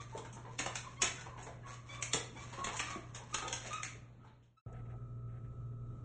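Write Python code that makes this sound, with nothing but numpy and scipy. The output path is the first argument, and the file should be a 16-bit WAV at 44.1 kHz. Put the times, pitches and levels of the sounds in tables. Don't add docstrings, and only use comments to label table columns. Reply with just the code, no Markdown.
import sys
import numpy as np
from scipy import signal
from scipy.fft import rfft, irfft
from scipy.io import wavfile
from scipy.ndimage import uniform_filter1d

SR = 44100
rng = np.random.default_rng(int(sys.argv[2]) if len(sys.argv) > 2 else 0)


def gain_from_decibels(decibels):
    exponent = np.asarray(decibels, float) / 20
    return 10 ** exponent


def output_pcm(signal):
    pcm = np.clip(np.atleast_2d(signal).T, -1, 1) * 32767
    wavfile.write(sys.argv[1], SR, np.round(pcm).astype(np.int16))


N = 266364

# (time [s], peak [dB], treble share [dB], low-mid share [dB], ring
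# [Hz])
CLAWS = [(0.0044, -48, -14, 9, 2200), (0.175, -35, 6.5, -0.5, 2980), (0.2474, -42.5, -6, -6.5, 1370),
         (0.365, -46, -15, 5, 1290), (0.326, -47, 11, -30, 2980), (0.4471, -48.5, -24, -0.5, 980),
         (0.589, -26, 3.5, -20, 2740), (0.599, -31, -2.5, -2.5, 2220), (0.6605, -28.5, -1, -9, 2840),
         (0.7549, -26, 3.5, -12, 2040), (1.0192, -15, 5, -14.5, 3110), (1.031, -25.5, -1.5, -6, 3450),
         (1.2599, -40, -5, 2.5, 1120), (1.3778, -43.5, -29.5, 0, 2080), (1.4247, -46, 12.5, 0, 2000),
         (1.467, -42, -4, 1.5, 1840), (1.666, -43, -6, 0.5, 1580), (2.0244, -22.5, 6.5, -14.5, 2170),
         (2.1329, -19, 5, -20, 3800), (2.143, -24.5, 7, -1, 2880), (2.5281, -41.5, -6.5, -10.5, 1020),
         (2.587, -39.5, -16, -3, 1180), (2.643, -27, 3, -9, 1980), (2.678, -38, -9.5, 3, 1560),
         (2.766, -35, 11.5, -24, 1960), (2.7934, -26, -4.5, -27, 2800), (2.8, -24, -3, -12, 1810),
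         (3.146, -36.5, 1.5, -12, 3230), (3.343, -25, 4.5, -15, 3760), (3.383, -27.5, -8.5, -13, 2340),
         (3.4225, -33, -3.5, -6, 1260), (3.4787, -31, -1, -27, 3480), (3.5267, -24.5, 4, -15, 1660),
         (3.535, -32.5, 5.5, -6, 3270), (3.668, -37.5, 0.5, -32.5, 2080), (3.7285, -37.5, 4.5, -23, 2590),
         (3.8315, -24, 4, -21, 2080), (3.847, -35.5, -1, -16, 2150), (4.27, -57, -18, -11.5, 1400),
         (4.424, -69.5, -5, -22, 3250),
         (0.593, -29.5, 3, -21.5, 2730), (0.606, -31, -3.5, -15, 2100), (0.6638, -28.5, -8, -3, 1210),
            (0.766, -36, 3, -15, 3970), (1.0242, -18.5, 5, -18, 4230), (1.043, -25.5, 0.5, -11.5, 4200),
            (2.587, -38, -22, 7, 700), (2.6471, -29, 1, -8, 2000), (2.671, -29.5, -12.5, -1.5, 990),
            (2.687, -33.5, -10.5, -8, 2280), (3.157, -43.5, -0.5, -9, 1200),
            (3.347, -27.5, 4.5, -13.5, 3670), (3.31, -53.5, 11.5, -23, 3000)]
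# (time [s], peak [dB], body pitch [Hz], ring t60 [s])
PAWS = [(0.123, -49, 900, 0.15), (0.149, -29.5, 446, 0.029), (0.156, -34.5, 600, 0.03),
        (0.325, -52.5, 199, 0.1), (0.361, -46, 292, 0.057), (0.451, -46, 997, 0.043),
        (0.591, -38, 276, 0.05), (0.665, -31, 322, 0.021), (1.028, -30.5, 394, 0.028),
        (1.181, -41, 1480, 0.048), (1.26, -44.5, 451, 0.051), (1.274, -42, 1100, 0.03),
        (1.398, -41, 740, 0.036), (1.468, -37, 426, 0.03), (1.488, -38.5, 528, 0.031),
        (1.485, -43, 692, 0.069), (1.632, -54.5, 1677, 0.21), (2.141, -37, 277, 0.055),
        (2.139, -38, 437, 0.11), (2.169, -38, 470, 0.041), (2.203, -38.5, 468, 0.058),
        (2.243, -48.5, 454, 0.055), (2.353, -40, 273, 0.063), (2.525, -41.5, 930, 0.047),
        (2.582, -32, 365, 0.021), (2.671, -40.5, 410, 0.074), (2.703, -42, 1150, 0.023),
        (2.74, -38.5, 884, 0.047), (2.838, -40.5, 304, 0.039), (2.958, -36, 350, 0.044),
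        (2.96, -35, 210, 0.028), (2.957, -36.5, 662, 0.027), (2.974, -39, 394, 0.016),
        (3.341, -49, 430, 0.12), (3.425, -40, 322, 0.061), (3.468, -44, 522, 0.22), (3.51, -46, 516, 0.11),
        (3.682, -37.5, 578, 0.032), (3.659, -44, 191, 0.053), (3.654, -37, 662, 0.036),
        (3.73, -50, 1800, 0.051), (3.951, -48, 430, 0.044), (4.245, -55, 878, 0.15)]
# (start [s], length [s], pitch [Hz], level [dB], overtones over the fundamental [dB])
WHINES = [(0.0, 0.02, 1170, -47.5, -5.5), (0.858, 0.036, 1093, -50, -18), (0.931, 0.05, 1090, -60, -13),
          (0.967, 0.03, 1075, -67, 7), (0.983, 0.036, 1115, -49.5, -21), (1.639, 0.14, 1128, -53.5, -15),
          (1.88, 0.11, 1164, -62, 11.5), (1.946, 0.07, 1165, -54, -9), (2.359, 0.08, 1166, -61, 7),
          (2.401, 0.058, 1128, -51, -41), (2.568, 0.089, 1098, -44.5, -28), (2.651, 0.066, 1113, -48, -5.5),
          (2.859, 0.082, 1222, -49.5, -5.5), (2.89, 0.09, 1133, -48.5, -8.5),
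          (3.324, 0.053, 1264, -44, -10.5), (3.366, 0.13, 1259, -47, -17), (3.695, 0.14, 1246, -45.5, -10),
          (3.725, 0.047, 1277, -39.5, -11.5), (3.782, 0.075, 1240, -67, -19), (3.934, 0.05, 1258, -70, -6),
          (4.564, 0.079, 1333, -66, -10)]
# (start [s], length [s], effort [dB], main mouth resonance [Hz])
PANTS = [(0.0, 0.076, -61, 1212), (0.108, 0.21, -48.5, 917), (0.24, 0.37, -57.5, 935),
         (0.433, 0.11, -48, 935), (0.589, 0.16, -38.5, 1032), (0.66, 0.11, -53, 925),
         (0.832, 0.062, -44.5, 1079), (0.987, 0.15, -43.5, 997), (1.159, 0.11, -69.5, 891),
         (1.227, 0.12, -47.5, 1068), (1.347, 0.085, -50.5, 950), (1.457, 0.039, -45, 707),
         (1.607, 0.15, -55.5, 1162), (1.842, 0.24, -44.5, 1098), (2.1, 0.073, -54, 1143),
         (2.345, 0.062, -44, 852), (2.405, 0.11, -59, 1136), (2.534, 0.047, -43.5, 1010),
         (2.648, 0.19, -46.5, 1010), (2.786, 0.059, -67, 1012), (2.837, 0.26, -46, 1156),
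         (3.126, 0.09, -43, 1065), (3.178, 0.096, -43, 866), (3.317, 0.073, -69, 1200),
         (3.403, 0.15, -43.5, 827), (3.634, 0.076, -59, 800), (3.703, 0.052, -49.5, 1185),
         (3.925, 0.042, -77.5, 1131), (4.184, 0.1, -58, 1301), (4.235, 0.075, -62, 927)]
# (factor on the main resonance [ratio], width [Hz], level [dB])
MOUTH = [(0.519, 162, -1), (1.0, 170, 6), (1.698, 293.4, -9.5), (2.398, 343, -12)]
# (start [s], length [s], pressure [dB])
SLIDES = [(0.0, 0.048, -49.5), (0.069, 0.12, -57), (0.295, 0.056, -77), (0.464, 0.14, -66),
          (0.614, 0.21, -77), (0.782, 0.31, -61.5), (1.075, 0.21, -53), (1.359, 0.1, -52),
          (1.634, 0.16, -55.5), (1.821, 0.19, -50), (2.035, 0.1, -59), (2.311, 0.19, -52),
          (2.454, 0.23, -49), (2.568, 0.075, -57), (2.701, 0.14, -47), (2.825, 0.16, -47),
          (2.888, 0.32, -65), (3.16, 0.55, -64), (3.24, 0.12, -64), (3.43, 0.15, -61), (3.531, 0.19, -44.5),
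          (3.678, 0.13, -46.5), (3.845, 0.084, -65), (4.214, 0.08, -78)]
# (frequency [Hz], level [dB])
SLIDE_COLOUR = [(900, -7), (1800, -5), (3000, -9.5), (4300, -12), (6500, -7.5), (8500, -22.5)]
# (frequency [Hz], t60 [s])
ROOM_DECAY = [(250, 0.37), (700, 0.43), (1800, 0.46), (4600, 0.39), (8000, 0.31)]
# (full level until [s], silent from [s])
FADE = (3.895, 4.614)
# (frequency [Hz], rms level [dB])
FRIDGE = [(59.6, -68.5), (119.3, -54), (238.6, -82)]
# (frequency [Hz], density [dB per Hz])
KITCHEN_AIR = [(12, -53), (20, -1.5), (123, 3), (185, -2), (2260, -27), (4400, -34), (4870, -70),
               (5400, -46), (6790, -37.5), (9000, -61), (11700, -79), (19800, -120)]
# (start [s], length [s], leaves level [dB], thud level [dB])
STRIDES = [
    (4.649, 0.12, -76.5, -53.5),
    (4.713, 0.14, -68, -55.5),
    (4.82, 0.14, -77, -63.5),
    (4.894, 0.062, -71, -66),
    (4.913, 0.071, -80, -54),
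    (4.957, 0.095, -78, -70),
    (5.265, 0.13, -78, -83),
    (5.318, 0.13, -79.5, -70),
    (5.429, 0.075, -79.5, -79),
    (5.704, 0.062, -88.5, -74.5),
]
# (time [s], peak [dB], treble [dB], low-mid [dB], ring [Hz], firm snap at that distance [dB])
TWIG = (4.727, -62, 18, -10, 2500, -62)
# (frequency [Hz], rms level [dB])
COMPRESSOR = [(59.2, -58.5), (118.4, -47), (236.9, -68.5), (355.3, -76.5), (414.5, -70), (532.9, -76.5),
              (651.4, -78), (1249, -75.5), (1308, -69), (1427, -90), (2374, -97), (3801, -99.5)]
# (frequency [Hz], density [dB per Hz])
YARD_AIR = [(12, -41.5), (20, -3.5), (69, -15), (125, -4), (174, -16.5), (308, -24), (419, -26.5),
            (909, -44.5), (1270, -32.5), (1560, -52), (2300, -55), (4860, -61), (6620, -58), (9500, -74.5),
            (12400, -107), (20900, -120)]
# (frequency [Hz], level [dB])
MICROPHONE = [(20, 0), (4200, 0), (4650, -7), (4880, -20.5), (5120, -4.5), (5600, -2), (8400, 5.5),
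              (8800, -4.5), (9100, -23.5), (9500, -12.5), (9900, -30), (10500, -94.5)]
# (frequency [Hz], step over the neighbouring level [dB])
ROUNDING_STEP = [(400, -30), (1200, -11), (2200, -5), (3200, 0), (4000, 2), (4850, 6), (5500, -1),
                 (8600, 0), (9300, 5), (10000, 12)]


def evened(x):
    return x / np.sqrt(np.mean(x ** 2) + 1e-20)


def read(points, hz):
    f, value = np.transpose(points)
    return np.interp(np.log(hz + 1), np.log(f + 1), value)


def coloured(x, points):
    gain = gain_from_decibels(read(points, np.fft.rfftfreq(len(x), 1 / SR)))
    return irfft(rfft(x) * gain, len(x))


def add(mix, s, sound):
    part = mix[round(s * SR):][:len(sound)]
    part += sound[:len(part)]


def resonate(x, hz, width):
    turn = np.exp(2j * np.pi * np.cumsum(hz * np.ones(len(x))) / SR)
    r = np.exp(-np.pi * width / SR)
    return 2 * (turn * signal.lfilter([1 - r], [1, -r], x / turn)).real


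def wander(per_s):
    size = max(int(SR / per_s), 1)
    return evened(uniform_filter1d(uniform_filter1d(rng.standard_normal(N), size), size))


def strokes(starts, lengths, levels_db, rest_db):
    peak_at = 0.32
    out = gain_from_decibels(rest_db) * np.ones(N)
    for s, length, db in zip(starts, lengths, levels_db):
        u = np.arange(0, length, 1 / SR) / length
        swell = np.minimum(u / peak_at, (1 - u) / (1 - peak_at))
        add(out, s, gain_from_decibels(db) * np.sin(np.pi / 2 * swell) ** 2)
    return out


def claw(s, peak_db, treble_db, low_db, ring_hz, firm_db=-29.5):
    t = np.arange(2048) / SR
    skid_ms = 5.07 + max(firm_db - peak_db, 0)
    rate = 1000 / max(skid_ms, .3)
    chatter = rng.standard_normal(2048) * gain_from_decibels(2 * rng.standard_normal(64)).repeat(32)
    burst = chatter * np.exp(-rate * t) * (1 - np.exp(-9 * rate * t))
    shape = [(250, low_db + 9.0), (1000, low_db + 12.0), (2300, 0.8), (4000, -4.0),
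             (6600, treble_db), (9000, treble_db - 16.0)]
    hz = np.geomspace(400, 9000, num=24)
    ring_db = 5.5 * np.exp(-(np.log2(hz / ring_hz) / 0.25) ** 2)
    lumps = np.c_[hz, ring_db + 1.6 * rng.standard_normal(24)]
    burst = coloured(coloured(np.pad(burst, 256), shape), lumps)
    return s - 256 / SR, gain_from_decibels(peak_db + 0.5) * burst / abs(burst).max()


def paw(s, peak_db, hz, t60):
    t = np.arange(8000) / SR
    dull = [(80, -20), (hz / 2, -4), (hz, 0), (hz * 2, -6), (3000, -30)]
    puff = evened(coloured(rng.standard_normal(8000), dull))
    ring = np.sin(2 * np.pi * hz * t) + .3 * puff
    push = 1 - np.exp(-t / 0.0022)
    return s, 0.99 * gain_from_decibels(peak_db - 60 * t / max(t60, .01)) * ring * push


def whine(s, length, hz, level_db, overtones_db):
    climb, scoop, scoop_share, jitter = .02, .03, .25, .007
    third_db, fall_db = -4.5, 7
    shimmer_db, sag_db, rise = 3.5, -3, .2
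    u = np.arange(0, length, 1 / SR) / length
    chance = rng.standard_normal((9, SR // 4))
    levels_db = [0, overtones_db] + [overtones_db + third_db - fall_db * k for k in range(6)]
    shake = evened(uniform_filter1d(chance[0], 200))[:len(u)]
    pitch = hz * (1 + climb * (u - .5) - scoop * np.exp(-u / scoop_share) + jitter * shake)
    turns = np.cumsum(pitch) / SR
    shimmer = gain_from_decibels(shimmer_db * evened(uniform_filter1d(chance[1:], 380)))[:, :len(u)]
    voice = sum(gain_from_decibels(db) * shimmer[k] * np.sin(2 * np.pi * (k + 1) * turns)
                for k, db in enumerate(levels_db))
    return s, voice * gain_from_decibels(level_db + sag_db * u) * np.clip(np.minimum(u, 1 - u) / rise, 0, 1)


def sinking_db():
    return -74 * np.maximum(np.arange(N) / SR - FADE[0], 0)


def panting():
    s, length, pant_db, mouth_hz = np.transpose(PANTS)
    breath = rng.standard_normal(N) * gain_from_decibels(3 * wander(30))
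    held = np.c_[s + .2 * length, s + .6 * length].ravel()
    mouth = np.interp(np.arange(N) / SR, held, mouth_hz.repeat(2))
    pant = np.zeros(N)
    for factor, width, db in MOUTH:
        once = resonate(breath, factor * mouth, width)
        pant += gain_from_decibels(db) * resonate(once, factor * mouth, width)
    return gain_from_decibels(-10.0) * evened(pant) * strokes(s, length, pant_db, -64.5 + sinking_db())


def sliding():
    slips = rng.standard_normal(N) * (rng.random(N) < 1000 / SR) * gain_from_decibels(4.5 * wander(30))
    drag = evened(coloured(slips, SLIDE_COLOUR))
    return gain_from_decibels(-4.0) * drag * strokes(*np.transpose(SLIDES), -78 + sinking_db())


def room(x):
    out, t = np.zeros(N), np.arange(N) / SR
    for k in range(3):
        taps = np.zeros(SR // 2)
        at = np.arange(160, len(taps) - 12, 12)
        taps[at + rng.integers(0, 12, len(at))] = rng.choice([-1., 1.], len(at))
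        hz, lag, z = signal.stft(taps, SR, nperseg=256)
        t60 = np.maximum(read(ROOM_DECAY, hz), .05)[:, None]
        tail = signal.istft(z * gain_from_decibels(-60 * lag / t60), SR, nperseg=256)[1]
        turn = np.sqrt(2 / 3) * np.cos(2 * np.pi * (3.1 * t + k / 3))
        out += signal.fftconvolve(x * turn, tail / np.linalg.norm(tail))[:N]
    return out


def dogs():
    feet, voice = panting() + sliding(), np.zeros(N)
    for row in CLAWS:
        add(feet, *claw(*row))
    for row in PAWS:
        add(feet, *paw(*row))
    for row in WHINES:
        add(voice, *whine(*row))
    return feet + voice + room(gain_from_decibels(-1.5) * feet + gain_from_decibels(-6.5) * voice)


def distant_paws():
    s, length, leaves_db, thud_db = np.transpose(STRIDES)
    crackle = rng.standard_normal(N) * gain_from_decibels(2.2 * wander(76))
    dry_leaf = [(700, -29.0), (1500, 4.0), (2000, -0.5), (2700, -7.0), (4500, -23.5), (8000, -27.5)]
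    leaves = strokes(s, length, leaves_db, -88) * evened(coloured(crackle, dry_leaf))
    high = resonate(resonate(crackle, 665, 180), 665, 180)
    low = resonate(resonate(crackle, 470, 140), 470, 140)
    thuds = strokes(s, length, thud_db - 5.5, -80) * evened(high + 1.3 * low)
    add(leaves, *claw(*TWIG))
    return leaves + thuds


def machine(lines, waver_db, drift):
    t = np.cumsum(1 + drift * wander(2.5)) / SR
    out = np.zeros(N)
    for hz, db in lines:
        level = np.sqrt(2) * gain_from_decibels(db + waver_db * wander(10.0))
        out += level * np.sin(2 * np.pi * (hz * t + rng.random()))
    return out


def air(points, level_db, gust_db):
    return gain_from_decibels(level_db + gust_db * wander(6.5)) * evened(coloured(rng.standard_normal(N), points))


def kitchen():
    left = FADE[1] - np.arange(N) / SR
    scuffle = dogs() * np.clip(left / 0.03, 0, 1)
    steady = machine(FRIDGE, 0.76, 0.0073) + air(KITCHEN_AIR, -58, 1.2)
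    fade = np.clip(left / (FADE[1] - FADE[0]), 0, 1) ** 0.99
    return steady * fade + scuffle


def yard():
    start_s, rise_s = 4.661, 0.0023
    strides = distant_paws()
    drone = machine(COMPRESSOR, 1.2, 0.00014) + air(YARD_AIR, -53, 1.8)
    return (drone + strides) * np.clip((np.arange(N) / SR - start_s) / rise_s, 0, 1)


def scene():
    return (kitchen() + yard())[None]


def spectral_rounding(x):
    frame = dict(nperseg=1024, noverlap=512, window="cosine")
    hz, _, z = signal.stft(x, SR, **frame)
    loudness = abs(z) * (hz > 500)[:, None]
    neighbours = uniform_filter1d(loudness, size=45, axis=0) + 1e-12
    spread = evened(uniform_filter1d(rng.standard_normal((104, z.shape[1])), 3))
    by_band = spread.repeat(5, axis=0)[:len(hz)]
    step = neighbours * gain_from_decibels(read(ROUNDING_STEP, hz)[:, None] + 5.5 * by_band)
    return signal.istft(np.round(z / step) * step, **frame)[1][:N]


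def low_pass(x):
    return signal.sosfilt(signal.butter(12, 9920, fs=SR, output="sos"), x)


def record(dry):
    ceiling = 0.2
    heard = ceiling * np.tanh(coloured(dry[0], MICROPHONE) / ceiling)
    heard = spectral_rounding(heard) + gain_from_decibels(-106.5) * rng.standard_normal(N)
    return low_pass(heard[None])


dry = scene()
out = record(dry)
output_pcm(out)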